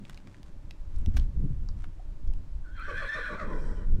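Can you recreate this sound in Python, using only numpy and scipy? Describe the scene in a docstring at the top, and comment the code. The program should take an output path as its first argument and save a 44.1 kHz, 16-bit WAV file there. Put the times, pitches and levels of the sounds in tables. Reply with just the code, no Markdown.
"""Wind buffets the microphone while a horse, close by, shifts its booted legs on gritty ground:
grit and boots scuff and click, and a hoof comes down in dull thuds.
Then another horse whinnies across the stable yard in two voices: a high wavering squeal, and a low
voice of vocal-fold pulses that comes in shakes and sinks to a rough nicker.
Breath rasps through its throat and ends in a soft snort; stable fronts and concrete echo the call."""
import sys
import numpy as np
from scipy import signal
from scipy.fft import rfft, irfft
from scipy.io import wavfile

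SR = 44100
rng = np.random.default_rng(int(sys.argv[2]) if len(sys.argv) > 2 else 0)


def transcribe(u):
    """Save the signal u as a 16-bit wav file named by the first command-line argument.

    u: samples, shape (n,) or (channels, n), limited to [-1, 1]; the rate is SR.
    q: integer samples, one column per channel.
    """
    v = np.clip(np.atleast_2d(u).T, -1, 1)
    q = np.round(v * 32767).astype(np.int16)
    wavfile.write(sys.argv[1], SR, q)


N = 176400
EDGE_HZ = 15750  # top of the recorded band

# gusts on the microphone (time [s], rumble level [dB], buffet level before trim [dB])
GUSTS = [(0, -42.5, -49), (.2, -45.5, -53.5), (.6, -40, -55.5), (.78, -36.5, -61), (1.02, -27, -48.5),
         (1.2, -21.5, -40.5), (1.32, -26.5, -47), (1.44, -26, -36.5), (1.56, -24, -47),
         (1.78, -30.5, -48.5), (2.02, -39, -69.5), (2.23, -28, -52.5), (2.4, -29, -54),
         (2.75, -33.5, -58.5), (3.3, -41.5, -58), (3.55, -32, -44), (3.85, -27.5, -45), (3.95, -19, -40.5),
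         (4, -26, -38.5)]
# tone of the deep rumble, the buffeting and the yard's still air (frequency [Hz], gain [dB])
RUMBLE_TONE = [(5, -1), (25, 5), (45, -9), (80, -12), (120, -23), (250, -42.5), (600, -94.5)]
BUFFET_TONE = [(40, -26), (100, 1.5), (190, -3), (300, -13.5), (500, -24.5), (1000, -54), (3000, -67.5)]
AIR_TONE = [(150, -45), (250, -16.5), (292, -2.5), (482, -20.5), (583, -10.5), (705, -20.5), (852, -17),
            (1330, -22.5), (2530, -29), (7510, -36), (15500, -52)]
BUFFET_TRIM_DB, AIR_DB = -2, -62.5

# boot scuffs (middle [s], half-length [s], level [dB])
SCUFFS = [(0.1, 0.1, -63), (0.32, 0.08, -66.5), (0.471, 0.024, -63.5), (0.972, 0.087, -70),
          (1.188, 0.075, -64.5), (1.813, 0.037, -64.5)]
# tone of rubbing fabric and grit (frequency [Hz], gain [dB])
SCUFF_TONE = [(200, -7), (900, 16.5), (2000, 13), (4000, 6.5), (8000, 2.5), (15000, -22)]
GRIT_PER_S = 500
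# grit, hoof and boot clicks (time [s], level [dB], centre [Hz], width [octaves], decay [s])
CLICKS = [(0.052, -41, 3030, 0.61, 0.0017), (0.0824, -51, 3400, .9, .0007),
          (0.0968, -34, 1280, 1.17, 0.002), (.1455, -41.5, 3520, 0.62, .0009),
          (0.175, -42.5, 2300, 0.66, 0.0028), (0.273, -42.5, 1860, 0.76, 0.0021),
          (.345, -46, 1970, 0.34, 0.0015), (0.431, -41, 2570, 0.98, 0.0015),
          (0.7092, -35, 2430, 0.65, 0.0022), (0.962, -47, 4800, 0.74, 0.0012),
          (.986, -50, 8900, 0.38, 0.00097), (1.0614, -33.5, 2470, 1.02, 0.001),
          (1.1645, -41, 4270, 0.99, 0.0087), (1.169, -29, 1480, 1.36, 0.0065),
          (1.1976, -38.5, 3320, 0.56, 0.0013), (1.6883, -38.5, 4970, 0.2, 0.0011),
          (1.689, -47.5, 1180, 0.27, 0.0012), (1.842, -38.5, 1130, 0.79, 0.003),
          (1.995, -50.5, 770, 0.21, 0.0054), (2.276, -48, 4500, 0.66, .001),
          (2.337, -45, 3780, 0.77, 0.0011), (2.797, -53, 9500, .5, 0.006)]
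CLICK_TOP_HZ = 12500
KNOCK_HZ, KNOCK_DECAY_S, KNOCK_DB = 780, 0.001, -4
KNOCK_BELOW_HZ = 3400  # heavier, darker clicks knock harder
# hoof thuds (time [s], level [dB], pitch [Hz], decay [s])
THUDS = [(1.072, -13.5, 70, 0.011), (1.079, -23, 214, 0.0091), (1.146, -16, 60.4, 0.037),
         (1.375, -17, 56.7, 0.031), (1.439, -21, 133, 0.014), (1.459, -28.5, 282, 0.0066),
         (1.504, -23, 131, 0.019)]

# line of the high voice (time [s], pitch [Hz], level [dB])
SQUEAL = [(2.638, 1600, -70), (2.66, 1440, -54.5), (2.705, 1480, -57), (2.745, 1650, -62.5),
          (2.765, 1450, -46.5), (2.80, 1290, -44), (2.85, 1610, -41.5), (2.89, 1500, -48),
          (2.94, 1560, -43.5), (2.985, 1720, -34), (3.0, 1705, -42), (3.06, 1600, -42),
          (3.095, 1765, -34.5), (3.112, 1780, -43), (3.146, 1795, -31), (3.165, 1790, -45.5),
          (3.215, 1720, -42.5), (3.25, 1660, -38), (3.283, 1600, -36.5), (3.297, 1560, -58),
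          (3.378, 1400, -57), (3.40, 1300, -38.5), (3.47, 1080, -60), (3.54, 1000, -38), (3.61, 980, -90)]
# its partials at 1, 1.5, 2, 2.5 ... times the pitch (gain [dB])
SQUEAL_PARTIALS = [2, -14.5, -9.5, -25, -14.5, -21, -25.5, -30, -24, -26, -35]
# its hoarseness (time [s], roughness [0-1])
SQUEAL_ROUGH = [(2.7, 0.3), (2.88, 0.43), (2.98, 0.21), (3.04, 0.54), (3.1, 0.17), (3.15, 0.21),
                (3.19, 0.42), (3.26, 0.47), (3.42, 0.42), (3.54, 0.28)]
# the throat's colour on it (frequency [Hz], gain [dB])
SQUEAL_THROAT = [(950, -2), (1800, 4), (2550, -1.5), (2900, -14), (3350, -1.5), (3950, -4.5), (4300, 7.5),
                 (4800, -15.5), (5350, -4.5), (6500, -5), (9000, -9.5), (14000, -22)]
QUAVER, QUAVER_HZ, SQUEAL_JITTER = 0.011, 70, 0.057  # depths as shares of pitch
SQUEAL_FULL_DB, SQUEAL_BLOOM = -28.5, 0.43  # below this level, overtones lose an extra 0.43 dB per dB
SQUEAL_SMEAR, SQUEAL_CHOP = 0.2, 0.57  # phase blur of the overtones; depth of the low voice's chop

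# breath through the throat (time [s], level [dB])
RASP = [(2.73, -87), (2.765, -54.5), (2.84, -49), (2.88, -46), (3.0, -40.5), (3.09, -43.5), (3.27, -40.5),
        (3.31, -45), (3.42, -50.5), (3.6, -59.5), (3.85, -69.5), (3.92, -72)]
# throat resonances the breath excites (centre [Hz], width [Hz], gain [dB])
RESONANCES = [(1256, 200, -2), (1543, 220, 9), (1987, 200, 0), (2445, 200, -1), (3390, 230, -9.5),
              (4120, 290, -11), (5640, 610, -22.5), (7460, 2900, -38)]
# the mouth's opening retunes them (time [s], frequency scale [ratio])
MOUTH = [(3.0, 0.996), (3.27, 0.963), (3.45, 0.968), (3.85, 0.947)]
# nasal ring (time [s], centre [Hz], level [dB])
NASAL = [(2.70, 3250, -95), (2.735, 3240, -68.5), (2.9, 3160, -59.5), (3.3, 3600, -61.5), (3.55, 3250, -82),
         (3.8, 3060, -73), (3.92, 3050, -100)]
# tone of the breathy top and of the snort (frequency [Hz], gain [dB])
HISS_TONE = [(2500, -20), (5000, -16), (8300, 8), (11500, 2), (15000, -18)]
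SNORT_TONE = [(2000, -26), (4400, 5), (5600, 11.5), (6600, -4), (7900, 7), (9000, -3), (11500, -13),
              (15000, -22)]
NASAL_WIDTH_HZ, HISS_DB = 190, -33  # hiss level is relative to the throat resonances
SNORT_S, SNORT_HALF_S, SNORT_DB = 3.65, 0.15, -68

# bursts of the low voice (start [s], length [s], pitch [Hz], level [dB], roughness [0-1])
SHAKES = [(2.874, 0.06, 544.2, -40, 0.46), (2.99, 0.068, 595.7, -42.5, 0.16),
          (3.142, 0.068, 555.4, -41, 0.44), (3.28, .085, 558, -42, 0.42), (3.365, 0.086, 624.5, -42, 0.32)]
NICKER = [(3.30, 0.063, 190.9, -42, 0.88), (3.405, 0.16, 199.2, -43.5, 0.57),
          (3.495, 0.098, 150.9, -42.5, 0.45), (3.59, .17, 109.9, -47, 0.74), (3.75, 0.11, 81.3, -49, 0.67)]
# the throat with the mouth wide and nearly shut (frequency [Hz], gain [dB])
THROAT_WIDE = [(200, -2), (330, 3.5), (450, 6), (620, 4.5), (760, -22), (950, -15), (1150, 10),
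               (1400, -4.5), (1650, 4), (2400, -12.5), (2900, -51), (3350, -33), (4100, -33.5), (4800, -28),
               (5600, -28), (8200, -33), (15000, -66)]
THROAT_SHUT = [(80, -13), (200, 8), (290, 2), (440, 4), (620, -3.5), (740, -19), (870, -9.5), (990, -1),
               (1150, -10.5), (1900, -10), (2700, -63), (3300, -37), (5600, -41), (7900, -51), (15000, -54)]

# reverb of the yard (frequency [Hz], time to fall 60 dB [s])
YARD_DECAY = [(100, 0.23), (600, 0.3), (1600, 0.24), (4000, 0.27), (12000, 0.14)]


def amp(db):
    """Decibels to gain."""
    return 10 ** (np.asarray(db) / 20)


def unit(x):
    """Scales to rms 1."""
    return x / np.sqrt(np.mean(x ** 2) + 1e-20)


def curve(rows, column=1):
    """One column of a time table as a per-sample automation curve."""
    rows = np.array(rows)
    return np.interp(np.arange(N) / SR, rows[:, 0], rows[:, column])


def read(points, hz):
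    """Reads a spectrum table on a log-frequency axis."""
    f, value = np.transpose(points)
    return np.interp(np.log(hz + 1), np.log(f), value)


def colour(x, points):
    """EQs by a spectrum table; rms 1."""
    gain = amp(read(points, np.fft.rfftfreq(len(x), 1 / SR)))
    return unit(irfft(rfft(x) * gain, len(x)))


def wobble(hz, size=N):
    """Random wavering that rolls off above the rate hz."""
    f = np.fft.rfftfreq(N, 1 / SR)
    f = f[f < 10 * hz]
    a, b = rng.standard_normal((len(f), 2)).T
    return unit(irfft((a + 1j * b) / (1 + (f / hz) ** 2) ** 2, N))[:size]


def add(mix, s, sound):
    """Lays a sound into the mix at s seconds."""
    part = mix[max(round(s * SR), 0):][:len(sound)]
    part += sound[:len(part)]


def resonate(x, hz, width):
    """A steep resonance that follows the curve hz."""
    turn = np.exp(2j * np.pi * np.cumsum(hz) / SR)
    r = np.exp(-np.pi * width / SR)
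    return 2 * (turn * signal.lfilter([(1 - r) ** 2], [1, -2 * r, r * r], x / turn)).real


def wind():
    """Lumpy rumble and buffeting at the microphone, over a bed of still yard air."""
    rumble = colour(rng.standard_normal(N), RUMBLE_TONE) * amp(curve(GUSTS) + 2 * wobble(hz=14))
    buffet = colour(rng.standard_normal(N), BUFFET_TONE)
    buffet *= amp(curve(GUSTS, column=2) + BUFFET_TRIM_DB + 3.94 * wobble(hz=23.8))
    return rumble + buffet + amp(AIR_DB) * colour(rng.standard_normal(N), AIR_TONE)


def scuffs():
    """Fabric and grit rub in swells of tiny grains."""
    t = np.arange(N) / SR
    grains = amp(3.8 * np.minimum(rng.exponential(1, N), 4)) * rng.choice([-1, 1], N)
    grains *= rng.random(N) < GRIT_PER_S / SR
    swells = sum(amp(db) * np.exp(-((t - s) / half) ** 2) for s, half, db in SCUFFS)
    return colour(grains, SCUFF_TONE) * swells


def clicks():
    """Grit, hoof and boot: short crunches, each with a broad resonance and a dull knock underneath."""
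    out, t, f = np.zeros(N), np.arange(4096) / SR, np.fft.fftfreq(4096, 1 / SR)
    knock = amp(KNOCK_DB) * np.sin(2 * np.pi * KNOCK_HZ * t) * np.exp(-t / KNOCK_DECAY_S)
    for s, db, hz, width, decay in CLICKS:
        octaves = np.log2((abs(f) + 20) / hz)
        log_gain = -1.55 * np.log1p((octaves / width) ** 2 / 2) - np.log1p((f / CLICK_TOP_HZ) ** 4) / 2
        body = np.fft.ifft(np.exp(np.conj(signal.hilbert(log_gain)))).real  # minimum phase: no pre-ring
        crunch = rng.standard_normal(len(t)) * np.exp(-t / decay)
        crunch[0] += 6  # hard attack
        click = signal.fftconvolve(crunch, body)[:len(t)]
        weight = 1 / (1 + (hz / KNOCK_BELOW_HZ) ** 2)
        add(out, s, amp(db) * (click / abs(click).max() + weight * knock))
    return out


def thuds():
    """The hoof comes down in low, quickly damped pushes."""
    out, t = np.zeros(N), np.arange(SR // 4) / SR
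    attack = 1 - np.exp(-t / 0.0014)
    for s, db, hz, decay in THUDS:
        add(out, s, -amp(db) * np.sin(2 * np.pi * hz * t) * np.exp(-t / decay) * attack)
    return out


def squeal(swing):
    """A quavering whistle, chopped by the low voice's swing; effort adds overtones and half-pitch lines."""
    rough, level, t = curve(SQUEAL_ROUGH), curve(SQUEAL, column=2), np.arange(N) / SR
    waver = QUAVER * wobble(QUAVER_HZ) + SQUEAL_JITTER * rough ** 1.51 * wobble(hz=142)
    phase = 2 * np.pi * np.cumsum(curve(SQUEAL) * (1 + waver)) / SR
    flutter = 1 - rough + rough * (wobble(hz=260) + 1j * wobble(hz=260)) / np.sqrt(2)
    soft_db = SQUEAL_BLOOM * np.minimum(level - SQUEAL_FULL_DB, 0)
    smear = SQUEAL_SMEAR * rough * wobble(hz=1500)
    tone = sum(amp(db + soft_db * (k > 0)) * np.exp(1j * ((1 + k / 2) * phase + k * smear))
               for k, db in enumerate(SQUEAL_PARTIALS))
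    voice = (flutter * tone).real * (1 + SQUEAL_CHOP * swing) / np.hypot(1 - rough, rough)
    gate = (t > SQUEAL[0][0]) & (t < SQUEAL[-1][0])
    return colour(voice, SQUEAL_THROAT) * amp(level) * gate


def rasp():
    """Fluttering air in throat resonances that follow the mouth, with a nasal ring and a closing snort."""
    throat, t = np.zeros(N), np.arange(N) / SR
    air = rng.standard_normal(N) * amp(1.8 * wobble(hz=130))
    for hz, width, db in RESONANCES:
        gain = amp(db + 2.5 * wobble(hz=25))
        centre = hz * curve(MOUTH) * (1 + 0.016 * wobble(hz=20))
        throat += gain * resonate(air, centre, width)
    hiss = amp(HISS_DB) * colour(air, HISS_TONE)
    nasal = unit(resonate(air, curve(NASAL), NASAL_WIDTH_HZ)) * amp(curve(NASAL, column=2))
    snort = colour(air, SNORT_TONE) * amp(SNORT_DB) * np.exp(-((t - SNORT_S) / SNORT_HALF_S) ** 2)
    return (unit(throat) + hiss) * amp(curve(RASP)) + nasal + snort


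def low_voice(bursts, throat, sag, jitter):
    """Sagging fold pulses and puffs of air through the throat; returns the voice and the folds' swing."""
    out, swing = np.zeros(N), np.zeros(N)
    for start, length, hz, db, rough in bursts:
        size = int(length * SR)
        progress = np.linspace(0, 1, size)
        droop = 1 + sag * (np.mean(progress ** 2) - progress ** 2)  # sag: share of pitch lost per burst
        cycles = np.cumsum(hz * droop * (1 + jitter * wobble(hz=242, size=size))) / SR
        folds = sum(np.cos(2 * np.pi * k * cycles) for k in range(1, int(EDGE_HZ / hz)))
        puffs = (0.7 + np.exp(-(cycles % 1) / 0.3)) * rng.standard_normal(N)[:size]
        source = (1 - rough) * unit(folds) + rough * unit(puffs)
        swell = np.sqrt(abs(np.sin(np.pi * progress)))
        add(out, start, amp(db) * colour(source * swell, throat))
        add(swing, start, swell * np.cos(2 * np.pi * cycles))
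    return out, swing


def yard(x, wet_db):
    """Scattered echoes from wooden stable fronts and concrete."""
    taps = rng.choice([-1., 1.], SR) * (rng.random(SR) < 2000 / SR)
    taps *= np.arange(SR) / SR > 0.005  # pre-delay
    hz, t, spectrum = signal.stft(taps, SR, nperseg=256)
    fade = amp(-60 * t / read(YARD_DECAY, hz)[:, None])
    tail = signal.istft(spectrum * fade, SR, nperseg=256)[1]
    echoes = signal.fftconvolve(x, tail / np.linalg.norm(tail))[:N]
    return (x + amp(wet_db) * echoes) / np.hypot(1, amp(wet_db))


def scene():
    """Wind and legs close and nearly dry, the whinny far off and wetter."""
    shakes, swing = low_voice(SHAKES, THROAT_WIDE, sag=0.32, jitter=0.0548)
    nicker, _ = low_voice(NICKER, THROAT_SHUT, sag=0.18, jitter=0.15)
    whinny = yard(squeal(swing), wet_db=-5.5) + yard(shakes + nicker + rasp(), wet_db=-5.5)
    legs = yard(clicks() + scuffs(), wet_db=-15.5) + thuds()
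    return (wind() + legs + whinny)[None]


def record(dry):
    """The recorder's band limit."""
    lowpass = signal.firwin(511, EDGE_HZ, window=("kaiser", 9), fs=SR)
    return signal.oaconvolve(dry, lowpass[None], "same")


dry = scene()
out = record(dry)
transcribe(out)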